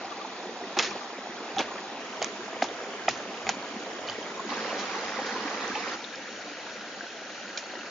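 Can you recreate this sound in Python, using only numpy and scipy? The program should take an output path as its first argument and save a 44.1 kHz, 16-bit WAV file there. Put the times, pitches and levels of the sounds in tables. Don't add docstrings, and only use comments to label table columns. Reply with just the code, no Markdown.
import sys
import numpy as np
from scipy import signal
from scipy.fft import rfft, irfft, next_fast_len
from scipy.io import wavfile
from scipy.ndimage import uniform_filter1d

SR = 44100
rng = np.random.default_rng(int(sys.argv[2]) if len(sys.argv) > 2 else 0)


def decibels_to_gain(level_db):
    exponent = np.asarray(level_db, float) / 20
    return 10 ** exponent


def transcribe(signal):
    frames = np.atleast_2d(signal).T
    limited = np.clip(frames, -1, 1)
    pcm = np.round(limited * 32767).astype(np.int16)
    wavfile.write(sys.argv[1], SR, pcm)


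N = 348390
EDGE_HZ, TOP_HZ = 7035, 8220

# time in seconds, level in dB.
STREAM_LEVEL = [
    [(0.0, -40), (0.53, -40), (0.95, -38), (1.16, -40.5), (1.63, -38.5), (2.0, -40)],
    [(2.0, -39), (4.4, -38.5), (4.49, -37.5)],
    [(4.49, -34), (5.3, -34.5), (5.955, -34.5)],
    [(5.955, -39), (6.083, -39.5), (7.9, -40)],
]
# frequency in Hz, density in dB per Hz.
POLE_COLOUR = [(110, -40), (195, -8.5), (248, -4.5), (377, -2.5), (557, -6), (774, -2.5), (1140, -8.5),
               (1610, -11.5), (1870, -11.5), (2240, -15), (2530, -13.5), (2940, -17.5), (3570, -17),
               (7010, -26), (9110, -60), (15400, -120)]
POOL_COLOUR = [(110, -37), (195, -7.5), (479, -3.5), (591, -8), (647, -3), (822, -8), (927, -8),
               (1850, -12.5), (2210, -13), (2730, -16.5), (2980, -15), (4090, -20.5), (6220, -22.5),
               (7010, -22), (9110, -54), (15400, -120)]
RAPIDS_COLOUR = [(110, -35), (195, -6), (334, -1.5), (371, -11), (432, 0.5), (540, -3.5), (628, -8),
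                 (763, -2), (941, -5.5), (1110, -4), (1230, -5.5), (1870, -6.5), (2810, -13.5), (5350, -16),
                 (7010, -21), (9110, -52), (15400, -120)]
ROCK_COLOUR = [(110, -38), (195, -8.5), (279, -6.5), (325, -3.5), (394, -9.5), (509, -4.5), (834, -7.5),
               (1080, -13), (1390, -5.5), (1610, -5.5), (2050, -9.5), (2900, -9.5), (3520, -14),
               (4150, -11.5), (7010, -15.5), (9110, -47), (15400, -120)]
# centre in Hz, width in Hz, gain in dB.
ROCK_DIPS = [(1134, 91, -1), (3450, 180, 0), (4910, 190, -4)]
# frequency in Hz, left over right in dB.
LEAN = [
    [(60, -0.5), (160, 0.0), (420, -1), (1100, -0.13), (2890, -1.4), (7610, -0.5)],
    [(60, 0.0), (160, -0.5), (420, -0.1), (1100, -1.6), (2890, -2), (7610, 0.5)],
    [(60, 1), (160, -0.5), (420, -0.5), (1100, -3.5), (2890, -3), (7610, 4)],
    [(60, 0.0), (160, 0.0), (420, 0.43), (1100, 0.42), (2890, 0.0), (7610, 1.5)],
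]
# frequency in Hz, lead in radians.
LEAD = [
    [(0, 0.5), (1640, -0.2), (3620, 1.2), (3960, 1.7), (4570, 2.1), (7750, -0.1)],
    [(0, 0.15), (1460, 0.25), (3360, 1), (4220, 0.28), (6120, 0.69), (7750, -0.2)],
    [(0, -6), (1640, 0.67), (2410, 0.5), (5340, -1), (7150, -2), (7750, 3.5)],
    [(0, 0), (2240, 0.27), (2930, -0.0033), (4570, -0.2), (5250, -0.6), (7750, 0.1)],
]
BRIGHT_DB_PER_OCT = [1.43, 0.67, 0.56, -1.07]
WIDTH_DB = [-0.9, 0.9, 0.047, -1.5]
# frequency in Hz, level in dB relative to the shared part.
APART = [(200, -24), (260, -23), (480, -18.5), (950, -12), (1910, -6.5), (3810, -2.5), (7610, -1.5)]
# time of the top in seconds, level in dB.
JOLTS = [(0.02, -62), (0.8, -58), (0.9, -60), (1.58, -58), (1.67, -60), (2.22, -60), (2.58, -60),
         (2.66, -65), (3.1, -52), (3.48, -53.5), (3.76, -64), (4.03, -58.5), (4.12, -56), (4.22, -68),
         (5.08, -62), (5.21, -62), (5.75, -61), (6.18, -68.5), (7.6, -69)]
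# start in seconds, peak in dB, pitch in Hz, t60 in seconds, left over right in dB.
PLOPS = [(0.045, -31.5, 765, 0.093, 0), (0.248, -30.5, 850, 0.038, -4), (0.399, -34.5, 714, 0.029, -1),
         (0.492, -34.5, 460, 0.035, 0), (4.394, -26, 1040, 0.061, 0), (4.448, -31, 355, 0.04, 4),
         (4.518, -26.5, 976, 0.027, 1), (4.95, -26, 1070, 0.035, 0), (5.189, -28, 780, 0.086, 1.5),
         (5.361, -25.5, 984, 0.058, -1), (5.449, -29.5, 281, 0.12, -1.5), (5.755, -26.5, 843, 0.11, -1.5),
         (5.919, -28.5, 1320, 0.038, 2), (7.066, -33, 1450, 0.035, -1)]
# start in seconds, peak in dB, pitch in Hz, left over right in dB.
DRIPS = [(0.639, -35.5, 1890, 1), (5.094, -36, 2490, 2), (5.17, -29, 2000, -8), (5.29, -31, 1540, -14),
         (5.7515, -29.5, 2470, -5.5), (6.042, -31.5, 3790, 9), (6.044, -39, 4040, 7), (6.046, -33, 3530, 5),
         (7.008, -26.5, 1560, 2), (7.7545, -35, 1850, 6), (7.8096, -35.5, 2570, -5)]
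# start in seconds, peak in dB.
BIRD_CALLS = [
    (0.106, -37.5),
    (0.908, -39),
    (1.67, -43),
]
# start in seconds, peak in dB, pitch in Hz, t60 in seconds, wall modes in dB.
KNOCKS = [(0.767, -23.5, 812, 0.061, -0.5), (.796, -33, 894, 0.034, -1), (1.5645, -29, 787, 0.077, 1),
          (1.5696, -28, 780, 0.056, -12), (1.5722, -34, 774, 0.047, -17), (1.596, -27, 760, 0.026, 0),
          (1.602, -29.5, 900, 0.043, 6), (1.610, -31, 566, 0.05, -7), (2.2172, -20.5, 690, 0.019, -6),
          (2.6218, -12.5, 730, 0.015, -20), (2.642, -27, 876, 0.029, -23), (3.0818, -12, 724, 0.009, -25),
          (3.467, -32, 717, 0.03, -1), (3.4735, -29, 770, 0.035, 1), (3.4905, -18, 775, 0.022, -12),
          (3.4955, -27, 950, .015, 1.5), (4.09, -39, 578, .06, -7), (0.772, -23.5, 361, 0.041, 0.1),
          (0.8, -28.5, 433, 0.04, -1), (1.6, -27, 305, 0.04, 2), (2.2137, -29, 433, 0.02, -4),
          (2.625, -24.5, 267, 0.046, -2)]
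# multiple of the pitch, level in dB, t60 in seconds.
CULM_MODES = [(1.721, -10, 0.028), (2.2, -9.5, 0.0057), (2.85, -8.5, 0.011), (3.25, -14.5, 0.029),
              (3.95, -16.5, 0.0054)]
# start in seconds, peak in dB, frequency in Hz, t60 in seconds.
WALLS = [(2.6205, -26, 1270, .025), (2.6203, -23, 1650, .012), (2.6195, -25, 2080, .015),
         (2.6185, -29, 2410, .015), (3.0804, -19, 715, .008), (3.0817, -19.5, 1280, .014),
         (3.0818, -18.5, 1980, .007), (3.0795, -22, 2460, .02), (3.079, -27, 3050, .012),
         (3.489, -30, 1560, .025), (3.489, -29, 2430, .02), (3.489, -27, 3040, .02),
         (3.4895, -30, 5900, .015), (1.59, -31, 1700, .03), (1.603, -29, 2200, .03),
         (1.606, -31, 1250, .03), (1.604, -31, 3350, .025), (.79, -23, 2650, .03), (.793, -24, 1200, .03)]
# start in seconds, rms in dB, rise in seconds, t60 in seconds, brightness in dB per octave.
TEARS = [(.770, -29.5, 0.0014, 0.24, -2.5), (0.787, -24, 0.0035, 0.17, 0.5), (.824, -28, 0.0023, 0.22, 1.5),
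         (.84, -33.5, 0.011, 0.3, 3), (1.582, -27, 0.014, 0.12, -3), (1.604, -33.5, 0.0058, 0.27, -3),
         (2.214, -34.5, 0.0059, 0.11, 1.5), (2.227, -30.5, 0.0018, 0.1, -3.5),
         (2.246, -38.5, .002, 0.22, 1), (2.622, -31.5, 0.0026, .15, 4), (2.64, -33.5, 0.0016, 0.16, -5.5),
         (3.082, -29.5, 0.0024, 0.085, -5), (3.09, -30.5, 0.0026, 0.079, 4.5),
         (3.098, -38.5, 0.01, 0.35, 6.5), (3.467, -34.5, 0.0018, .1, -4.5), (3.491, -31, 0.0029, .15, 1.5),
         (4.059, -41, 0.025, 0.51, 0.5), (4.775, -35.5, 0.025, 0.2, 3.5), (5.252, -39.5, 0.014, 0.27, 3),
         (7.574, -31, 0.001, 0.07, 8), (7.583, -38, 0.0035, 0.13, 10.5)]
# frequency in Hz, density in dB per Hz.
FIBRE_COLOUR = [(180, -37), (300, -11), (361, -6), (850, -5), (1850, -4), (2050, -4.5), (4650, -10),
                (7000, -14.5), (9100, -42), (15400, -120)]
# start in seconds, ring peak in dB, ring in Hz, click peak in dB.
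SNAPS = [(.7885, -20, 5110, -7), (0.7918, -19.5, 2610, -26.5), (0.7945, -18.5, 3320, -13),
         (0.801, -24, 2094, -25.5), (.8055, -26, 5310, -21), (0.8255, -28, 5520, -19),
         (1.5835, -20, 3450, -22), (1.585, -31, 5500, -29), (1.591, -22, 3360, -18),
         (1.5915, -27, 5900, -24), (1.599, -30, 5840, -23), (1.607, -24.5, 2330, -22),
         (2.2175, -25, 2940, -37), (2.2258, -23, 2375, -15), (2.226, -28.5, 4590, -26),
         (2.2262, -28, 6840, -30), (2.2445, -25.5, 6230, -12.5), (2.2445, -26.5, 2410, -32.5),
         (2.621, -25, 2840, -27), (2.627, -29.5, 5380, -32.5), (2.6398, -36, 6220, -24),
         (2.642, -36, 5600, -24), (3.081, -25, 3340, -28), (3.0885, -22, 5100, -14),
         (3.089, -23, 6340, -25), (3.093, -24.5, 1886, -31.5), (3.098, -26.5, 2290, -30.5),
         (3.101, -29.5, 2590, -31.5), (3.1095, -30, 5600, -27), (3.1105, -33, 4120, -34),
         (3.4683, -23.5, 2180, -22.5), (3.477, -27, 2170, -31), (3.4905, -18.5, 2040, -13.5),
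         (3.491, -21.5, 3370, -16.5), (3.4925, -20.5, 6780, -24), (3.491, -15.5, 7170, -28),
         (3.497, -23, 6260, -24), (.8305, -27, 3120, -24), (.837, -28, 4030, -24), (.846, -30, 4900, -24),
         (.8335, -29, 5600, -25), (.853, -30, 5200, -27), (.8615, -32.5, 3500, -25.5)]
# start in seconds, ring peak in dB, ring in Hz.
TICKS = [(.907, -34, 5560), (.910, -31, 2410), (1.564, -35, 6550), (2.686, -33.5, 3520),
         (4.074, -32.5, 4510), (4.0795, -39, 4300), (4.1055, -39, 6370), (4.118, -34.5, 1900),
         (3.175, -36, 6300), (4.0865, -26.5, 3030), (4.097, -32, 6760), (4.0968, -26, 4710),
         (4.098, -27.5, 3030), (4.119, -35, 3550), (4.227, -32, 3150), (5.678, -31, 6270),
         (5.754, -27.5, 3050), (6.157, -33, 5240), (7.574, -29, 4050), (7.5755, -35, 6050),
         (7.5745, -31, 6750), (7.5762, -28, 6750), (7.5785, -35, 5500), (7.5752, -29.5, 2400),
         (7.5775, -34, 3130), (7.578, -37, 3660)]
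# frequency in Hz, gain in dB.
MIC_CUT = [(20, -43), (60, -36), (120, -17), (165, -10.5), (195, 1)]
# low edge in Hz, high edge in Hz.
MONO_BAND_HZ = (175, 1000)
MONO_ODDS = (-0.3, 0.8)
# start in seconds, end in seconds, level in dB.
LEAKS = [
    (.772, 0.811, -28.5),
    (1.57, 1.613, -23.5),
    (2.201, 2.255, -9),
    (2.619, 2.649, -25),
    (3.068, 3.096, -20.5),
    (3.464, 3.504, -19),
    (5.67, 5.69, -11.5),
    (7.566, 7.595, -20),
]


def evened(x):
    return x / np.sqrt(np.mean(np.abs(x) ** 2) + 1e-20)


def read(points, hz):
    f, value = np.transpose(points)
    return np.interp(np.log(hz + 1), np.log(f + 1), value)


def add(mix, start_s, sound):
    part = mix[:, round(start_s * SR):][:, :sound.shape[1]]
    part += sound[:, :part.shape[1]]


def shaped(x, gain):
    size = next_fast_len(x.shape[-1] + 4096)
    spectrum = rfft(x, size) * gain(np.fft.rfftfreq(size, 1 / SR))
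    return irfft(spectrum, size)[..., :x.shape[-1]]


def smoothed(x, size, axis=-1):
    return uniform_filter1d(x, size, axis)


def swell(t, rise_s, t60_s):
    rise = np.sin(np.pi / 2 * np.clip(t / rise_s, 0, 1)) ** 2
    return rise * decibels_to_gain(-60 * np.maximum(t - rise_s, 0) / t60_s)


def panned(x, left_db):
    return x * decibels_to_gain(np.array([[left_db / 2], [-left_db / 2]]))


def two_ports(size, apart, colour):
    shared, *own = rng.standard_normal((3, size))
    return shaped(shared, colour) + apart * shaped(np.array(own), lambda f: colour(f) * f / (f + 2500))


def bubble(hz, t60_s, glide):
    t = np.arange(int((t60_s + 2 / hz) * SR)) / SR
    cycles = hz * (t + glide * t ** 2 / (2 * t60_s))
    return swell(t, 1.41 / hz, t60_s) * np.sin(2 * np.pi * cycles)


def fizz(per_cycle=0.07, cycles=19, spread_db=4.6, count=36):
    out = np.zeros(N)
    for hz in np.geomspace(200, 7400, count):
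        when, luck = rng.random((2, int(per_cycle * hz * N / SR)))
        hits = np.zeros(N)
        hits[(when * N).astype(int)] = decibels_to_gain(spread_db * np.minimum(-np.log(1 - luck), 4))
        t60_s = cycles * (hz / 1000) ** 0.38 * rng.uniform(0.52, 2.45) / hz
        grain = bubble(hz, t60_s, rng.uniform(-0.069, 0.26))
        out += signal.oaconvolve(hits, grain / np.linalg.norm(grain))[:N]
    return evened(out)


def stream(near=0.24, patchy_db=0.88):
    water = [np.sqrt(near) * fizz() + np.sqrt(1 - near) * rng.standard_normal(N) for _ in range(2)]
    hz, t, (mid, side) = signal.stft(np.array(water), SR, nperseg=1024, noverlap=768)
    power = np.mean(abs(mid) ** 2 + abs(side) ** 2, 1) / 2
    even = np.sqrt(np.mean(abs(mid) ** 2) / smoothed(power, 3))[:, None]
    mid, side = mid * even, side * even
    patches = evened(smoothed(smoothed(rng.standard_normal(mid.shape), 14, 0), 14, 1))
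    rock_dips = sum(db * np.exp(-((hz - f) / width) ** 2) for f, width, db in ROCK_DIPS)
    inside, out = np.clip(hz, 200, 6900), np.zeros((2, N))
    heard = (hz > 200) & (hz < EDGE_HZ)
    octaves = np.log2(np.maximum(hz, 1000) / 1000)[:, None]
    lead_share = np.clip(hz / 1000 - 0.5, 0, 1)
    colours = (POLE_COLOUR, POOL_COLOUR, RAPIDS_COLOUR, ROCK_COLOUR)
    places = zip(STREAM_LEVEL, BRIGHT_DB_PER_OCT, colours, (0, 0, 0, rock_dips), WIDTH_DB, LEAN, LEAD)
    for rows, tilt_db, colour, dips_db, width_db, lean, lead in places:
        s, level_db = np.transpose(rows)
        gain = decibels_to_gain(read(colour, inside) + dips_db)
        gain /= np.sqrt(np.sum(gain[heard] ** 2) / len(hz))
        field = gain[:, None] * decibels_to_gain(np.interp(t, s, level_db) + octaves * tilt_db + patchy_db * patches)
        wide = decibels_to_gain(read(APART, hz) + width_db)[:, None]
        shared, apart = mid / np.hypot(1, wide), side * wide / np.hypot(1, wide)
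        tip = (decibels_to_gain(read(lean, hz) / 2) * np.exp(0.5j * read(lead, hz) * lead_share))[:, None]
        z = np.array([(shared + apart) * tip, (shared - apart) / tip]) * field
        cut = slice(round(s[0] * SR), round(s[-1] * SR))
        out[:, cut] = signal.istft(z, SR, nperseg=1024, noverlap=768)[1][:, :N][:, cut]
    return out


def rumble(apart=0.35, rise_s=0.061, t60_s=0.4, under_stream_db=-33):
    t, (s, db) = np.arange(N) / SR, np.transpose(sum(STREAM_LEVEL, []))
    shake = sum(decibels_to_gain(top_db) * swell(t - top_s + rise_s, rise_s, t60_s) for top_s, top_db in JOLTS)
    shared, *own = rng.standard_normal((3, N))
    low = shaped(shared + apart * np.array(own),
                 lambda f: (f / (f + 60)) ** 1.8 * (f < 165) * np.sqrt(f / 100))
    return evened(low) * np.hypot(shake, decibels_to_gain(np.interp(t, s, db) + under_stream_db))


def plops(glide=0.2, drip_t60_s=0.022):
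    out = np.zeros((2, N))
    drips = [(s, db, hz, drip_t60_s, left_db) for s, db, hz, left_db in DRIPS]
    for s, db, hz, t60_s, left_db in PLOPS + drips:
        add(out, s, panned(decibels_to_gain(db) * bubble(hz, t60_s, glide), left_db))
    return out


def bird(note_s=0.034, gap_s=0.094, note_hz=1282, fall_hz=210, left_db=9, late_s=0.00017):
    out, t = np.zeros((2, N)), np.arange(0, note_s, 1 / SR) - np.array([[0], [late_s]])
    cycles = note_hz * t - fall_hz * t ** 2 / (2 * note_s)
    note = np.sin(np.pi * t / note_s) ** 2 * np.sin(2 * np.pi * cycles)
    for s, db in BIRD_CALLS:
        for start_s in (s, s + gap_s):
            add(out, start_s, panned(decibels_to_gain(db) * note, left_db))
    return out


def knocks(left_db=-1.5, rise_s=0.0036):
    out, t = np.zeros((2, N)), np.arange(4000) / SR
    for s, db, hz, t60_s, wall_db in KNOCKS:
        ring = swell(t, rise_s, t60_s) * np.sin(2 * np.pi * hz * t)
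        for k, mode_db, mode_t60_s in CULM_MODES:
            mode = np.sin(2 * np.pi * k * hz * t + rng.uniform(0, 2 * np.pi))
            ring += decibels_to_gain(wall_db + mode_db) * swell(t, rise_s / np.sqrt(k), mode_t60_s) * mode
        add(out, s, panned(decibels_to_gain(db) * ring, left_db))
    for s, db, hz, t60_s in WALLS:
        ring = swell(t, rise_s, t60_s) * np.sin(2 * np.pi * hz * t)
        add(out, s, panned(decibels_to_gain(db) * ring, left_db))
    return out


def tears(left_db=-0.5, apart=1.0, crackle_db=1.0):
    out, t = np.zeros((2, N)), np.arange(14000) / SR
    for s, db, rise_s, t60_s, tilt_db in TEARS:
        def colour(f):
            tilt = tilt_db * np.log2((f + 200) / 2000)
            return decibels_to_gain(read(FIBRE_COLOUR, np.clip(f, 320, 6800)) + tilt) * (f < TOP_HZ)
        hiss = two_ports(len(t), apart, colour)
        lumps = evened(smoothed(rng.standard_normal(len(t)), 60))
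        crackle = evened(hiss * decibels_to_gain(crackle_db * lumps)) * swell(t, rise_s, t60_s)
        add(out, s, panned(decibels_to_gain(db) * crackle, left_db))
    return out


def fibres(snap_cycles=46, gripped_t60_s=0.0082, free_cycles=58, click_db=-2.5, click_db_per_oct=6.5):
    gripped_from_s = STREAM_LEVEL[1][0][0]
    # (s, ring dB, Hz, t60 s, click dB)
    blown = [(s, db, hz, snap_cycles / hz if s < gripped_from_s else gripped_t60_s, click)
             for s, db, hz, click in SNAPS]
    stray = [(s, db, hz, free_cycles / hz, db + click_db + click_db_per_oct * np.log2(hz / 4000))
             for s, db, hz in TICKS]
    return blown + stray


def snaps(left_db=-2.3, apart=0.74, low_hz=900, high_hz=8000, rough=0.15, grit_share=0.3,
          rise_s=0.0007, spread_s=0.000018):
    out, t = np.zeros((2, N)), np.arange(1500) / SR
    impulse = 1.0 * (np.arange(len(t)) == 30)
    for s, ring_db, hz, t60_s, click_db in fibres():
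        hiss = two_ports(len(t), apart, lambda f: f / (f + low_hz) / (1 + (f / high_hz) ** 8))
        crack = shaped(impulse, lambda f: f / (f + low_hz) * (f < high_hz)) * rng.choice([-1, 1])
        grit = evened(hiss) * swell(t, rise_s, 0.55 * t60_s)
        click = crack / abs(crack).max() + grit_share * grit
        wobble = 1 + rough * evened(smoothed(rng.standard_normal(len(t)), 30))
        late_s = spread_s * rng.standard_normal((2, 1))
        ring = swell(t, rise_s, t60_s) * wobble * np.sin(2 * np.pi * hz * (t - late_s))
        add(out, s, panned(decibels_to_gain(ring_db) * ring + decibels_to_gain(click_db) * click / abs(click).max(), left_db))
    return out


def scene():
    air = stream() + plops() + bird() + knocks() + tears() + snaps()
    return shaped(air, lambda f: decibels_to_gain(read(MIC_CUT, f))) + rumble()


def narrowed(x):
    hz, t, z = signal.stft((x[0] - x[1]) / 2, SR, nperseg=2048)
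    luck = evened(smoothed(smoothed(rng.standard_normal(z.shape), 5, 0), 5, 1))
    (low, high), (bar, bar_per_octave) = MONO_BAND_HZ, MONO_ODDS
    unlucky = luck > bar + bar_per_octave * np.log2((hz[:, None] + 1) / low)
    dropped = unlucky & ((hz > low) & (hz < high))[:, None]
    lost = signal.istft(z * dropped, SR, nperseg=2048)[1][:N]
    return x + np.array([-lost, lost])


def band_limit(x):
    return signal.sosfilt(signal.butter(12, 8210, fs=SR, output="sos"), x)


def record(dry, slope_db_per_khz=-14):
    top = shaped(dry, lambda f: (f > EDGE_HZ) * (f < TOP_HZ) * decibels_to_gain(slope_db_per_khz * (f - EDGE_HZ) / 1000))
    t = np.arange(N) / SR
    gate = sum(decibels_to_gain(db) * (t > start_s) * (t < end_s) for start_s, end_s, db in LEAKS)
    gate = smoothed(smoothed(gate, 150), 150)
    leak = shaped(top * gate, lambda f: f < TOP_HZ)
    limited = narrowed(shaped(dry, lambda f: f < EDGE_HZ))
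    return band_limit(limited + leak)


dry = scene()
out = record(dry)
transcribe(out)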